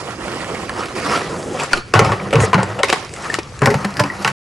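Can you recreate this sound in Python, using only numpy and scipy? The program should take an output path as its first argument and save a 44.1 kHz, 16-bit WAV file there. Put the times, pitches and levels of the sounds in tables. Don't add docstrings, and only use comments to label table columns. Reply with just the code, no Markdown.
import sys
import numpy as np
from scipy import signal
from scipy.fft import rfft, irfft, next_fast_len
from scipy.io import wavfile
from scipy.ndimage import uniform_filter1d, map_coordinates

SR = 44100
rng = np.random.default_rng(int(sys.argv[2]) if len(sys.argv) > 2 else 0)


def invert_db(x):
    u = np.asarray(x, float) / 20
    return 10 ** u


def bounce(signal):
    frames = np.transpose(np.atleast_2d(signal))
    limited = np.clip(frames, -1, 1)
    pcm = np.round(limited * 32767).astype(np.int16)
    wavfile.write(sys.argv[1], SR, pcm)


N = 196641
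END_S, SCENE_CHANGE_S = 4.3187, 3.6

# (frequency [Hz], density [dB per Hz])
AIR_SPECTRUM = [(15, -35), (25, 11.5), (124, 10), (314, -6), (488, -1.5), (718, -19.5), (1300, -20),
                (1600, -24.5), (2240, -25), (3750, -47.5), (5670, -18), (10300, -28.5), (11100, -26),
                (12000, -67), (15600, -94), (22000, -120)]
AIR_DB = -35
# (frequency [Hz], correlation [0-1])
LIKENESS = [(60, 0.97), (130, 0.97), (270, 1), (570, 0.9), (1220, 0.86), (2580, 0.62), (5480, 0.65),
            (11600, 0.24)]
# (frequency [Hz], t60 [s])
YARD_DECAY = [(100, 0.083), (1000, 0.32), (4000, 0.45), (11000, 0.013)]

# (time [s], left minus right [dB])
BOARD_PLACE = [(0.0, -4), (0.55, -3.5), (1.05, -2.5), (1.39, -1), (1.73, .5), (1.82, -4), (1.94, -1),
               (2.07, 1), (2.26, -0.5), (2.52, .5), (2.68, -1), (2.84, 1.5), (2.885, -2), (2.93, 1.5),
               (3.0, -5.5), (3.12, 0), (3.4, 2), (4.32, -1)]
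# (time [s], delay [samples])
LEFT_LAG = [(0, 4), (.6, 3.4), (.95, 2), (1.25, 0), (4.4, 0)]
# (frequency [Hz], width [Hz], depth [0-1])
GROUND_DIPS = [(1540, 47, 0.04), (3920, 270, 0)]
# (start [s], end [s])
WIDE_STRETCHES = [(0, .7), (.9, 1.08), (1.22, 1.3), (1.62, 1.745), (1.93, 1.955), (1.985, 2.005),
                  (2.32, 2.37), (2.395, 2.41), (2.528, 2.536), (2.82, 3.07), (3.13, 3.16), (3.335, 3.4),
                  (3.48, 3.57), (3.65, 3.67), (3.985, 4.02)]
WIDE_ABOVE_HZ = 3100

# (start [s], end [s], level [dB])
JINGLES = [
    (1.285, 1.608, -41),
    (2.4, 2.464, -23),
    (3.082, 3.354, -45.5),
]
# (frequency [Hz], width [Hz], level [dB])
BEARINGS = [(5200, 970, -2.5), (6600, 1010, 2.5), (7950, 1400, 1.7), (9880, 2000, -4.5)]
JINGLE_FADE_S = 0.018
# (peak time [s], level [dB], pitch [Hz], swell [s], fade [s])
MOANS = [(.955, -26, 364, 0.017, 0.019), (1.04, -30, 1360, .02, 0.026), (1.148, -23, 1350, 0.039, 0.041),
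         (1.09, -28, 498, 0.071, 0.034), (1.5, -36, 810, 0.051, 0.068), (1.764, -29, 1228, 0.0082, 0.026),
         (2.16, -21.5, 195, .04, 0.094), (2.8, -21.5, 556, 0.0067, 0.019),
         (3.42, -42.5, 1140, 0.025, 0.063), (3.69, -19, 410, 0.02, 0.065), (2.59, -23.5, 850, 0.016, .03),
         (3.27, -36.5, 920, 0.041, .05), (4.0, -27, 285, .06, .08), (1.605, -32, 2500, .01, .015),
         (1.23, -33, 1950, .02, .04), (2.72, -27, 110, .04, .06), (2.05, -21, 1250, .015, 0.026)]
MOAN_WIDTH = 0.054

# (time [s], load [dB], coarseness [dB])
WHEEL_LOAD = [(0, -30, 1.5), (.17, -33, -1.5), (.26, -28, 0), (.6, -29.5, -0.5), (.92, -30.5, -1.5),
              (1.28, -27, -5.5), (1.47, -24.5, -17.5), (1.64, -27.5, 4), (2.16, -27.5, -3.5),
              (2.3, -28, -6.5), (2.5, -30.5, -2), (2.8, -32, 2), (2.96, -30.5, 2.5), (3.09, -38, 0),
              (3.28, -31, 1.5), (3.78, -31, 4), (3.94, -34.5, 3.5), (4.3, -34, 7.5)]
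# (peak time [s], extra load [dB], swell [s], fade [s])
SKIDS = [(.09, 0.5, 0.014, 0.065), (.8, 5, 0.024, 0.06), (1.157, 12, 0.091, 0.072), (1.6, 4, 0.02, 0.058),
         (2.424, 10, 0.047, 0.068), (1.07, 1.5, 0.052, .04), (4.06, 1.5, 0.018, 0.02),
         (4.225, 4, 0.021, 0.029), (.96, 5.5, 0.0064, 0.1), (1.38, -0.5, .05, 0.088),
         (3.25, -0.5, .05, .03)]
# (take-off [s], touch-down [s], loss [dB])
FLIGHTS = [
    (1.627, 1.712, -7.5),
    (1.778, 1.936, -14.5),
    (2.8, 2.83, -30.5),
    (3.35, 3.611, -11.5),
]
SPIN_DOWN_S, TOUCH_S = 0.044, .003
# (frequency [Hz], width [Hz], level [dB])
TARMAC_MODES = [(102.6, 41, -1.5), (148, 54, 7), (238, 256, 2.5)]
# (frequency [Hz], width [Hz], level [dB])
HUM_MODES = [(348.6, 65, 4), (508, 98, 3.5), (742, 155, -4.5), (870, 84, -7.5)]
# (frequency [Hz], width [Hz], level [dB])
DECK_MODES = [(940, 410, -2), (1161, 153, 4), (1273, 190, 0.5), (1958, 240, -4.5), (2360, 890, -16.5)]
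# (frequency [Hz], density [dB per Hz])
GRIT_SPECTRUM = [(1290, -36), (2200, 6.5), (3540, -2.5), (4870, 1), (6520, -5.5), (7050, -5), (10100, -11),
                 (11700, -15), (12000, -32), (15600, -79), (22000, -120)]
DRUM_DB, HUM_DB, DECK_DB, GRIT_DB = -9.5, -1.5, 1, -8.5
BOX_DRUM_DB, BOX_HUM_DB, BOX_GRIT_DB = 8.5, 2.5, -5
SKID_DRUM, SKID_HUM, SKID_GRIT = 0.28, 0.59, 1.2
COARSE_DECK = 0.52

# (time [s], peak [dB], pitch [Hz], t60 [s])
BOARD_RINGS = [(1.734, 8, 1403, 0.023), (1.938, -2, 1105, 0.11), (2.12, -12, 1140, 0.097),
               (2.5313, -6, 1200, 0.076), (2.579, -7, 1420, 0.062), (3.348, -5, 1300, 0.021),
               (3.9951, -6, 1010, 0.12), (2.329, 2.5, 520, 0.041), (2.345, -2.5, 460, 0.16),
               (2.436, -3.5, 440, 0.087), (2.566, -4.5, 188.5, 0.21), (3.673, -6.5, 510, 0.068),
               (3.67, -8.5, 230, 0.18), (3.752, -6, 144, 0.14), (3.85, -9.5, 201, 0.18),
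               (4.005, -1.5, 590, 0.049), (4.257, -15, 146, 0.089), (3.622, -5, 418, 0.11),
               (2.547, -1, 150, .09), (2.012, -5.5, 118, .13), (2.434, -7.5, 97, .1),
               (1.953, -16, 110, .15), (2.8, -6.5, 620, .04), (3.6585, -1, 1900, .03),
               (3.704, -9.5, 1900, .02), (4.1, -5.5, 1930, 0.0302), (3.8485, -5, 1780, 0.023),
               (4.2765, -6, 1600, 0.033), (2.9005, 1.5, 2300, 0.017), (3.619, -4.5, 170, .06),
               (2.0, -4.5, 480, .04), (3.3, -2, 1800, 0.028), (1.7322, -5, 3100, .012),
               (1.7325, -7, 4500, .01), (2.2, -8, 2300, 0.011), (2.542, -6, 1400, .04)]

# (time [s], crack peak [dB], steel click [dB], rattle t60 [s])
TICKS = [(.2418, -21.5, -36, .03), (.281, -16, -36, .03), (.3147, -23.5, -29.5, .02),
         (.4045, -20.5, -36, .03), (.4918, -26, -48, 0.018), (.5756, -17.5, -40, 0.018),
         (.7372, -26, -25.5, .03), (.834, -18.5, -31, .015), (.8849, -22.5, -29, .02),
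         (.9527, -22.5, -31, .04), (.9996, -22, -23, .04), (1.048, -18.5, -23, 0.055),
         (1.3623, -27, -29, .03), (1.428, -27, -28, .02), (1.773, -13.5, -30.5, .04),
         (2.335, -7.5, -18, .03), (2.942, -11.5, -21, 0.032), (2.9799, -24.5, -33, .04),
         (3.0921, -27, -31, .02), (3.2443, -19.5, -34, .03), (3.4309, -26, -27.5, 0.033),
         (3.4922, -38, -34, .02), (3.565, -38.5, -33, .03), (4.2219, -19, -29, .04),
         (4.3, -16.5, -31.5, 0.051)]
# (time [s], crack peak [dB], steel click [dB], rattle t60 [s])
ROAD_CLACKS = [(.4439, -17.5, -48, 0.031), (0.5455, -16, -45, 0.11), (0.694, -9, -25, 0.014),
               (0.857, -15.5, -23, 0.034), (1.5964, -15, -19.5, 0.14), (1.634, -15, -14, 0.049),
               (1.7316, 3.5, -9, 0.045), (1.749, -29.5, -30, 0.12), (1.9111, -48.5, -48, .015),
               (2.832, 4.5, -10, 0.03), (2.8424, -5, -19.5, 0.072), (2.8837, -8, -20, 0.079),
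               (2.8944, -10, -30, 0.06), (2.8994, 2.5, -11.5, 0.041), (2.9262, -1.5, -16, 0.06),
               (2.9282, -2, -16.5, 0.053), (3.048, -34, -23, 0.027), (3.1377, -19, -19.5, .02),
               (3.1623, -19.5, -41.5, 0.069), (3.223, -24, -22, 0.024), (3.298, -44, -23.5, 0.054),
               (3.341, -2, -9, 0.026), (3.35, -16.5, -18.5, 0.075), (3.3883, -10.5, -22, 0.057),
               (3.591, -22, -18.5, 0.013)]
# (time [s], crack peak [dB], steel click [dB], rattle t60 [s])
BOX_CLACKS = [(1.938, -3, -6.5, 0.059), (1.9505, -6, -26.5, 0.015), (1.9918, 1.5, -4, 0.043),
              (2.0465, -9, -21, .12), (2.0621, -16, -27.5, 0.38), (2.1185, -14, -34, 0.14),
              (2.307, -19, -40, 0.1), (2.3275, -8, -36, 0.16), (2.3553, -2.5, -32, 0.02),
              (2.4017, -12, -15.5, 0.076), (2.532, -6, -17.5, 0.028), (2.542, -11, -14.5, 0.041),
              (2.5783, -21, -49, 0.044), (2.6005, -17, -45, 0.043), (2.63, -16, -12, 0.044),
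              (2.7907, -17, -27, 0.093), (3.6192, -10.5, -19.5, 0.025), (3.6577, 1.5, -7.5, 0.042),
              (3.6713, -6, -28.5, 0.03), (3.7024, -10.5, -23, 0.11), (3.742, -9.5, -42, 0.062),
              (3.8482, -4.5, -42, 0.033), (3.905, -20, -31.5, 0.043), (3.94, -20.5, -27.5, 0.033),
              (3.968, -13, -21.5, 0.07), (3.996, -2, -11.5, 0.077), (4.0367, -8, -18, 0.036),
              (4.151, -26, -45, .04), (4.2463, 0, -20, 0.033), (4.276, -3.5, -26, 0.059)]
# (start [s], crack pitch [Hz], steel ring [Hz])
STRIKING_PARTS = [(-1, 1400, 5220), (.5, 2170, 5760), (.65, 1700, 4640), (1.5, 2450, 7500),
                  (1.7, 2600, 4500), (1.742, 2300, 6800), (1.925, 2800, 5510), (1.97, 2200, 6090),
                  (2.02, 2400, 5140), (2.09, 1900, 4460), (2.32, 2800, 7950), (2.345, 2500, 7300),
                  (2.38, 2300, 6610), (2.5, 2700, 4340), (2.615, 2900, 7400), (2.81, 1980, 4300),
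                  (2.87, 2500, 5400), (2.889, 1740, 5260), (2.897, 2380, 4370), (2.915, 1950, 7500),
                  (3.0, 2000, 5300), (3.11, 2000, 7900), (3.32, 1740, 6880), (3.37, 2210, 5310),
                  (3.53, 1700, 7200), (3.64, 1900, 5330), (3.8, 1840, 4220), (3.955, 1600, 4960),
                  (4.02, 2600, 4860), (4.26, 1530, 4640)]
# (frequency [Hz], level [dB])
CLICK_SPECTRUM = [(2500, -26.5), (3600, -12.5), (4800, -2), (6500, -9), (8000, -5.5), (10500, -15),
                  (12000, -19)]
STEEL_DB, STEEL_WIDTH = 4, .06

# (frequency [Hz], width [Hz], level [dB])
UPPER_MODES = [(769, 85, 0), (886, 8, 4.5), (1010, 105, -2), (1105, 30, -1), (1287, 560, -7),
               (1323, 117, -6.5), (1466, 90, -2.5), (1816, 98, -7), (2460, 1000, -22)]
# (frequency [Hz], width [Hz], level [dB])
LOWER_MODES = [(298, 23, -14), (349.5, 58, -4), (415, 24, 3), (480, 290, -5), (550.4, 30, 4.5),
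               (594, 17, -20)]
# (frequency [Hz], width [Hz], level [dB])
PANEL_MODES = [(137.5, 16.3, 3), (196.9, 4.8, 2.5), (250.3, 5.1, -7)]
# (frequency [Hz], width [Hz], level [dB])
BOOM_MODES = [(89.3, 12, -11.5), (96.9, 4.5, -0.5), (107.6, 19.3, 1), (116.5, 26, -0.5)]
# (time [s], deck blow [dB], weight behind it [dB], shake t60 [s])
SLAPS = [
    (.694, -17.5, -36, 0.031),
    (1.636, -35, -26, 0.024),
    (1.733, -1.5, -19.5, 0.031),
    (2.834, -2.5, -12, 0.041),
    (2.894, -9.5, -20, 0.082),
    (2.927, -7, -14.5, 0.044),
    (3.296, -41.5, -25, 0.029),
    (3.343, -12.5, -36.5, 0.027),
    (3.386, -17, -19, 0.029),
]
# lower wood, panel, boom [dB]
SLAP_SINKS_DB = [3.5, -17, -32.5]
# (time [s], top sheet blow [dB], hollow body [dB], shake t60 [s])
LANDINGS = [(1.938, 0.5, -9.5, 0.029), (1.952, -3.5, -13, 0.2), (1.992, 0, -18, 0.068),
            (2.01, -7.5, -17, 0.18), (2.044, -9.5, -20, 0.21), (2.092, -13, -18, 0.13),
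            (2.119, -11.5, -19, 0.12), (2.329, -5.5, -12, 0.13), (2.357, -6, -12.5, 0.098),
            (2.38, -12, -15, 0.046), (2.404, -13, -12, 0.046), (2.433, -11, -40, .093),
            (2.531, -0.5, -16, 0.09), (2.544, -6.5, -17.5, 0.058), (2.58, -10.5, -19, 0.25),
            (2.599, -26.5, -33, 0.085), (2.629, -9, -14.5, 0.043), (2.789, -14.5, -40, 0.16),
            (3.618, -7.5, -7, 0.096), (3.632, -11.5, -23, 0.14), (3.661, -5, -20, 0.04),
            (3.673, -3, -11, 0.074), (3.707, -19.5, -20.5, 0.19), (3.742, -7, -15, 0.027),
            (3.846, -14, -32, 0.067), (3.963, -22.5, -25, 0.093), (3.994, -3.5, -15, 0.064),
            (4.037, -12.5, -26, 0.14), (4.248, -10.5, -19.5, 0.14), (4.275, -12.5, -33, 0.054)]
LOWER_DB, PANEL_DB, BOOM_DB = -7.5, 3.5, 1
# change of upper, lower, panel, boom [dB]
SECOND_VIEW_DB = [0.1, 0.1, 3.5, -8.5]
MODE_LAG = (10, 40, 420, 560)
SOFT = 5.3
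BOX_WIDE = .22
FLANK_S, FLANK_DB = 0.0005, -18.5


def unit(x):
    return x / np.sqrt(np.mean(x ** 2) + 1e-20)


def along(points, hz):
    f, v = np.transpose(points)
    return np.interp(np.log(hz + 1), np.log(f + 1), v)


def curves(rows):
    s, *cols = np.transpose(rows)
    return [np.interp(np.arange(N) / SR, s, c) for c in cols]


def wobble(rate):
    knots = rng.standard_normal(int(N * rate / SR) + 4)
    return map_coordinates(knots, [np.arange(N) * rate / SR])


def filtered(x, response):
    m = next_fast_len(x.shape[-1] + SR // 2)
    return irfft(rfft(x, m) * response(np.fft.rfftfreq(m, 1 / SR)), m)[..., :x.shape[-1]]


def resonant(peaks):
    def response(f):
        return sum((-1) ** k * invert_db(db) * 1j * f * w / (c * c - f * f + 1j * f * w)
                   for k, (c, w, db) in enumerate(peaks))
    return response


def spread(pair, alike):
    def mid_side_gains(hz):
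        turn = np.arccos(np.clip(along(alike, hz), -1, 1)) / 2
        return np.array([np.cos(turn), np.sin(turn)])
    mid, side = filtered(pair, mid_side_gains)
    return np.array([mid + side, mid - side])


def chatter(rate, scatter_db, smooth):
    hit = rng.random((2, N)) < rate / SR
    taps = hit * rng.standard_normal((2, N))
    taps = taps * invert_db(scatter_db * np.minimum(rng.exponential(size=(2, N)), 3))
    return unit(taps) + smooth * rng.standard_normal((2, N))


def patchy(x, depth_db):
    z = signal.stft(x, nperseg=512)[2]
    field = rng.standard_normal(z.shape[1:])
    field = uniform_filter1d(uniform_filter1d(field, size=8, axis=0), size=5, axis=1)
    gain = invert_db(depth_db * unit(field))
    return signal.istft(z * unit(gain), nperseg=512)[1][:, :N]


def placed(x):
    pan_db, lag = curves(BOARD_PLACE)[0], curves(LEFT_LAG)[0]
    body = filtered(x[0], lambda hz: 1 / (1 + (hz / 5000) ** 4))
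    late_body = np.interp(np.arange(N) - lag, np.arange(N), body)
    left = x[0] - body + late_body
    return invert_db([pan_db / 2, -pan_db / 2]) * [left, x[1]]


def air():
    hush = filtered(rng.standard_normal((2, N)), lambda hz: invert_db(along(AIR_SPECTRUM, hz)))
    swell = invert_db(1.2 * wobble(5))
    return invert_db(AIR_DB - 1.5) * swell * unit(spread(hush, LIKENESS))


def buffet():
    t = np.clip(np.arange(N) / SR - 1.733, 0, None) / 0.014
    puff = filtered(rng.standard_normal((2, N)), lambda hz: (hz / 52) ** 3 / (1 + (hz / 52) ** 8))
    push = t * (1 - t / 2) * np.exp(-t) * [[1.3], [.7]]
    return invert_db(-54.5) * unit(puff) + invert_db(-10.0) * push


def yard(x):
    hz, t, z = signal.stft(rng.standard_normal((2, SR // 2)), SR, nperseg=256)
    decay = invert_db(-60 * t / along(YARD_DECAY, hz)[:, None])
    tail = signal.istft(z * decay, SR, nperseg=256)[1]
    tail = tail / np.linalg.norm(tail[0])
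    return signal.fftconvolve(np.pad(x, (200, 0))[None], tail, axes=1)[:, :N]


def jingle():
    s = np.arange(N) / SR
    gate = sum(invert_db(db) * np.clip(np.minimum(s - a, b - s) / JINGLE_FADE_S, 0, 1) for a, b, db in JINGLES)
    taps = chatter(rate=3200, scatter_db=1.5, smooth=0.76)
    ticks = unit(filtered(taps, lambda hz: resonant(BEARINGS)(hz) * hz / (hz + 4000)))
    return spread(ticks * gate * invert_db(2.3 * wobble(50.1)), LIKENESS)


def moans():
    out, t = np.zeros(N + SR), np.arange(-SR // 4, SR // 4) / SR
    for s, db, hz, swell, fade in MOANS:
        noise = rng.standard_normal(len(t))
        hum = unit(filtered(noise, lambda f: resonant([(hz, MOAN_WIDTH * hz, 0)])(f) ** 2))
        envelope = np.exp(-(t / np.where(t < 0, swell, fade)) ** 2)
        out[round(s * SR) - SR // 4:][:len(t)] += invert_db(db) * hum * envelope
    return out[:N]


def rolling():
    load_db, coarse_db = curves(WHEEL_LOAD)
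    s, bumps = np.arange(N) / SR, wobble(28.49)
    skid_db = sum(db * np.exp(-((s - peak) / np.where(s < peak, swell, fade)) ** 2)
                  for peak, db, swell, fade in SKIDS)
    for up, down, db in FLIGHTS:
        airborne = np.clip(np.minimum((s - up) / SPIN_DOWN_S, (down - s) / TOUCH_S), 0, 1)
        load_db = load_db + db * airborne
    on_box = ((s > 1.93) & (s < 2.82)) | (s > SCENE_CHANGE_S)
    drum_db = load_db + DRUM_DB + BOX_DRUM_DB * on_box + SKID_DRUM * skid_db
    hum_db = load_db + HUM_DB + BOX_HUM_DB * on_box + SKID_HUM * skid_db
    deck_db = load_db + DECK_DB + COARSE_DECK * coarse_db + skid_db
    grit_db = load_db + GRIT_DB + BOX_GRIT_DB * on_box + coarse_db + SKID_GRIT * skid_db

    lows = chatter(rate=200, scatter_db=-1.0, smooth=2.0)
    box_drum = .5 * unit(filtered(lows, resonant(BOOM_MODES + PANEL_MODES)))
    drum = np.where(on_box, box_drum, unit(filtered(lows, resonant(TARMAC_MODES))))
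    stones = chatter(rate=1200, scatter_db=2.5, smooth=0.99)
    hum = unit(filtered(stones, resonant(HUM_MODES))) * invert_db(hum_db - 2.0 + 0.27 * wobble(29))
    deck = unit(filtered(stones, resonant(DECK_MODES)))
    deck = deck * invert_db(deck_db - 2.0 + 1.6 * bumps + 0.44 * wobble(46))
    fine = chatter(rate=2500, scatter_db=-1.0, smooth=0.84)
    grit = unit(filtered(fine, lambda hz: invert_db(along(GRIT_SPECTRUM, hz))))
    grit = grit * invert_db(.8 * wobble(45))
    drum = drum * invert_db(drum_db + 6.0 + 0.48 * wobble(7.4))
    grit = grit * invert_db(grit_db + 2.5 + 0.39 * bumps)
    return spread(drum + hum + deck + grit, LIKENESS)


def rings():
    out, t = np.zeros(N + SR), np.arange(SR // 4) / SR
    for s, db, hz, t60 in BOARD_RINGS:
        envelope = invert_db(db - 4.0 - 60 * t / t60) * (1 - np.exp(-t / 0.00084))
        out[round(s * SR):][:len(t)] += envelope * np.sin(2 * np.pi * hz * t)
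    return out[:N]


def clacks(contacts):
    crack, click, t = np.zeros(N + SR), np.zeros(N + SR), np.arange(SR // 5) / SR
    for s, crack_db, click_db, t60 in contacts:
        pitch, ring = [part[1:] for part in STRIKING_PARTS if part[0] <= s][-1]
        luck = rng.standard_normal((2, len(t)))
        rattle = invert_db(-7 - 60 * t / max(t60, .006))
        snap = (invert_db(-60 * t / 0.0072) + rattle) * np.minimum(t / 0.00095, 1)
        tone = filtered(snap * luck[0], resonant([(pitch, .2 * pitch, 5), (2300, 2200, -3)]))
        steel_mode = resonant([(ring, STEEL_WIDTH * ring, STEEL_DB)])
        steel = filtered(snap * luck[1], lambda hz: 0.5 + steel_mode(hz))
        crack[round(s * SR):][:len(t)] += invert_db(crack_db + 8.0) * tone
        click[round(s * SR):][:len(t)] += invert_db(click_db + 10.0) * steel
    return crack[:N] + filtered(click[:N], lambda hz: invert_db(along(CLICK_SPECTRUM, hz)))


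def thuds():
    groups = (UPPER_MODES, LOWER_MODES, PANEL_MODES, BOOM_MODES)
    all_modes = sum(groups, [])
    member = np.repeat(range(4), [len(g) for g in groups])
    force, t = np.zeros((len(member), N + SR // 2)), np.arange(SR // 4) / SR
    blows = [(s, db, *np.add(weight_db, SLAP_SINKS_DB), t60) for s, db, weight_db, t60 in SLAPS]
    blows += [(s, db, db + LOWER_DB, body_db + PANEL_DB, body_db + BOOM_DB, t60)
              for s, db, body_db, t60 in LANDINGS]
    for s, *levels_db, t60 in blows:
        levels_db = np.add(levels_db, np.multiply(SECOND_VIEW_DB, s > SCENE_CHANGE_S))
        envelope = invert_db(-60 * t / np.clip(t60, .01, .25)) * (1 - np.exp(-t / 0.0025))
        shake = [[1], [.8], [.35], [.35]] * envelope * rng.standard_normal((4, len(t)))
        shake[range(4), MODE_LAG] += [9.7, 9.8, 4.7, 6.5]
        spot = invert_db(3.0 * rng.standard_normal(len(member))) * rng.choice([-1, 1], len(member))
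        gain = spot * invert_db(np.add(levels_db, [10.1, 18.2, 25.1, 33.3]))[member]
        force[:, round(s * SR):][:, :len(t)] += gain[:, None] * shake[member]
    modes = [filtered(f[:N], lambda hz: resonant([mode])(hz) / (1 + 1j * hz / (SOFT * mode[0])) ** 2)
             for f, mode in zip(force, all_modes)]
    lean = [BOX_WIDE * (-1) ** k * min(hz / 900, 1) for k, (hz, _, _) in enumerate(all_modes)]
    return np.sum(modes, 0), np.dot(lean, modes)


def scene():
    edges = clacks(ROAD_CLACKS + BOX_CLACKS)
    wood, wood_side = thuds()
    hits = edges + wood + rings()
    far = filtered(yard(hits), lambda hz: hz / (hz + 700))
    flank = invert_db(FLANK_DB) * np.roll(hits, round(FLANK_S * SR))
    pair = spread(np.array([hits, flank]), LIKENESS) + [wood_side, -wood_side]
    wheels = rolling()
    near = placed(pair * invert_db(0.62) + jingle()) + invert_db(-13) * far + air()
    wind = buffet()
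    small_parts = np.tile(clacks(TICKS) + moans(), (2, 1))
    near = near + placed(small_parts + patchy(wheels, depth_db=2.0))

    def ground(hz):
        return np.prod([1 - depth / (1 + ((hz - c) / w) ** 2) for c, w, depth in GROUND_DIPS], axis=0)

    def rolloff(hz):
        return (1j * hz / 70) ** 2 / (1 + 1.4j * hz / 70 - (hz / 70) ** 2)

    return filtered(near, lambda hz: -ground(hz) * rolloff(hz)) + wind


def folded(x):
    s = np.arange(N) / SR
    side = filtered((x[0] - x[1]) / 2, lambda hz: hz > WIDE_ABOVE_HZ)
    side = side * (1 - sum((s >= a) & (s < b) for a, b in WIDE_STRETCHES))
    return x - [side, -side]


def roll_off(x):
    return signal.sosfilt(signal.butter(12, 12220, fs=SR, output="sos"), x)


def record(dry):
    first, second = (filtered(dry, lambda hz: 1 / (1 + (hz / top_hz) ** 200)) for top_hz in (11450, 11950))
    second = filtered(second, lambda hz: 1 - .5 / (1 + ((hz - 3500) / 450) ** 2))
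    x = np.where(np.arange(N) < SCENE_CHANGE_S * SR, first, second)
    x = x / (1 + np.abs(x / 1.02) ** 16) ** (1 / 16)
    mix = folded(x) * (np.arange(N) < END_S * SR)
    return roll_off(mix)


dry = scene()
out = record(dry)
bounce(out)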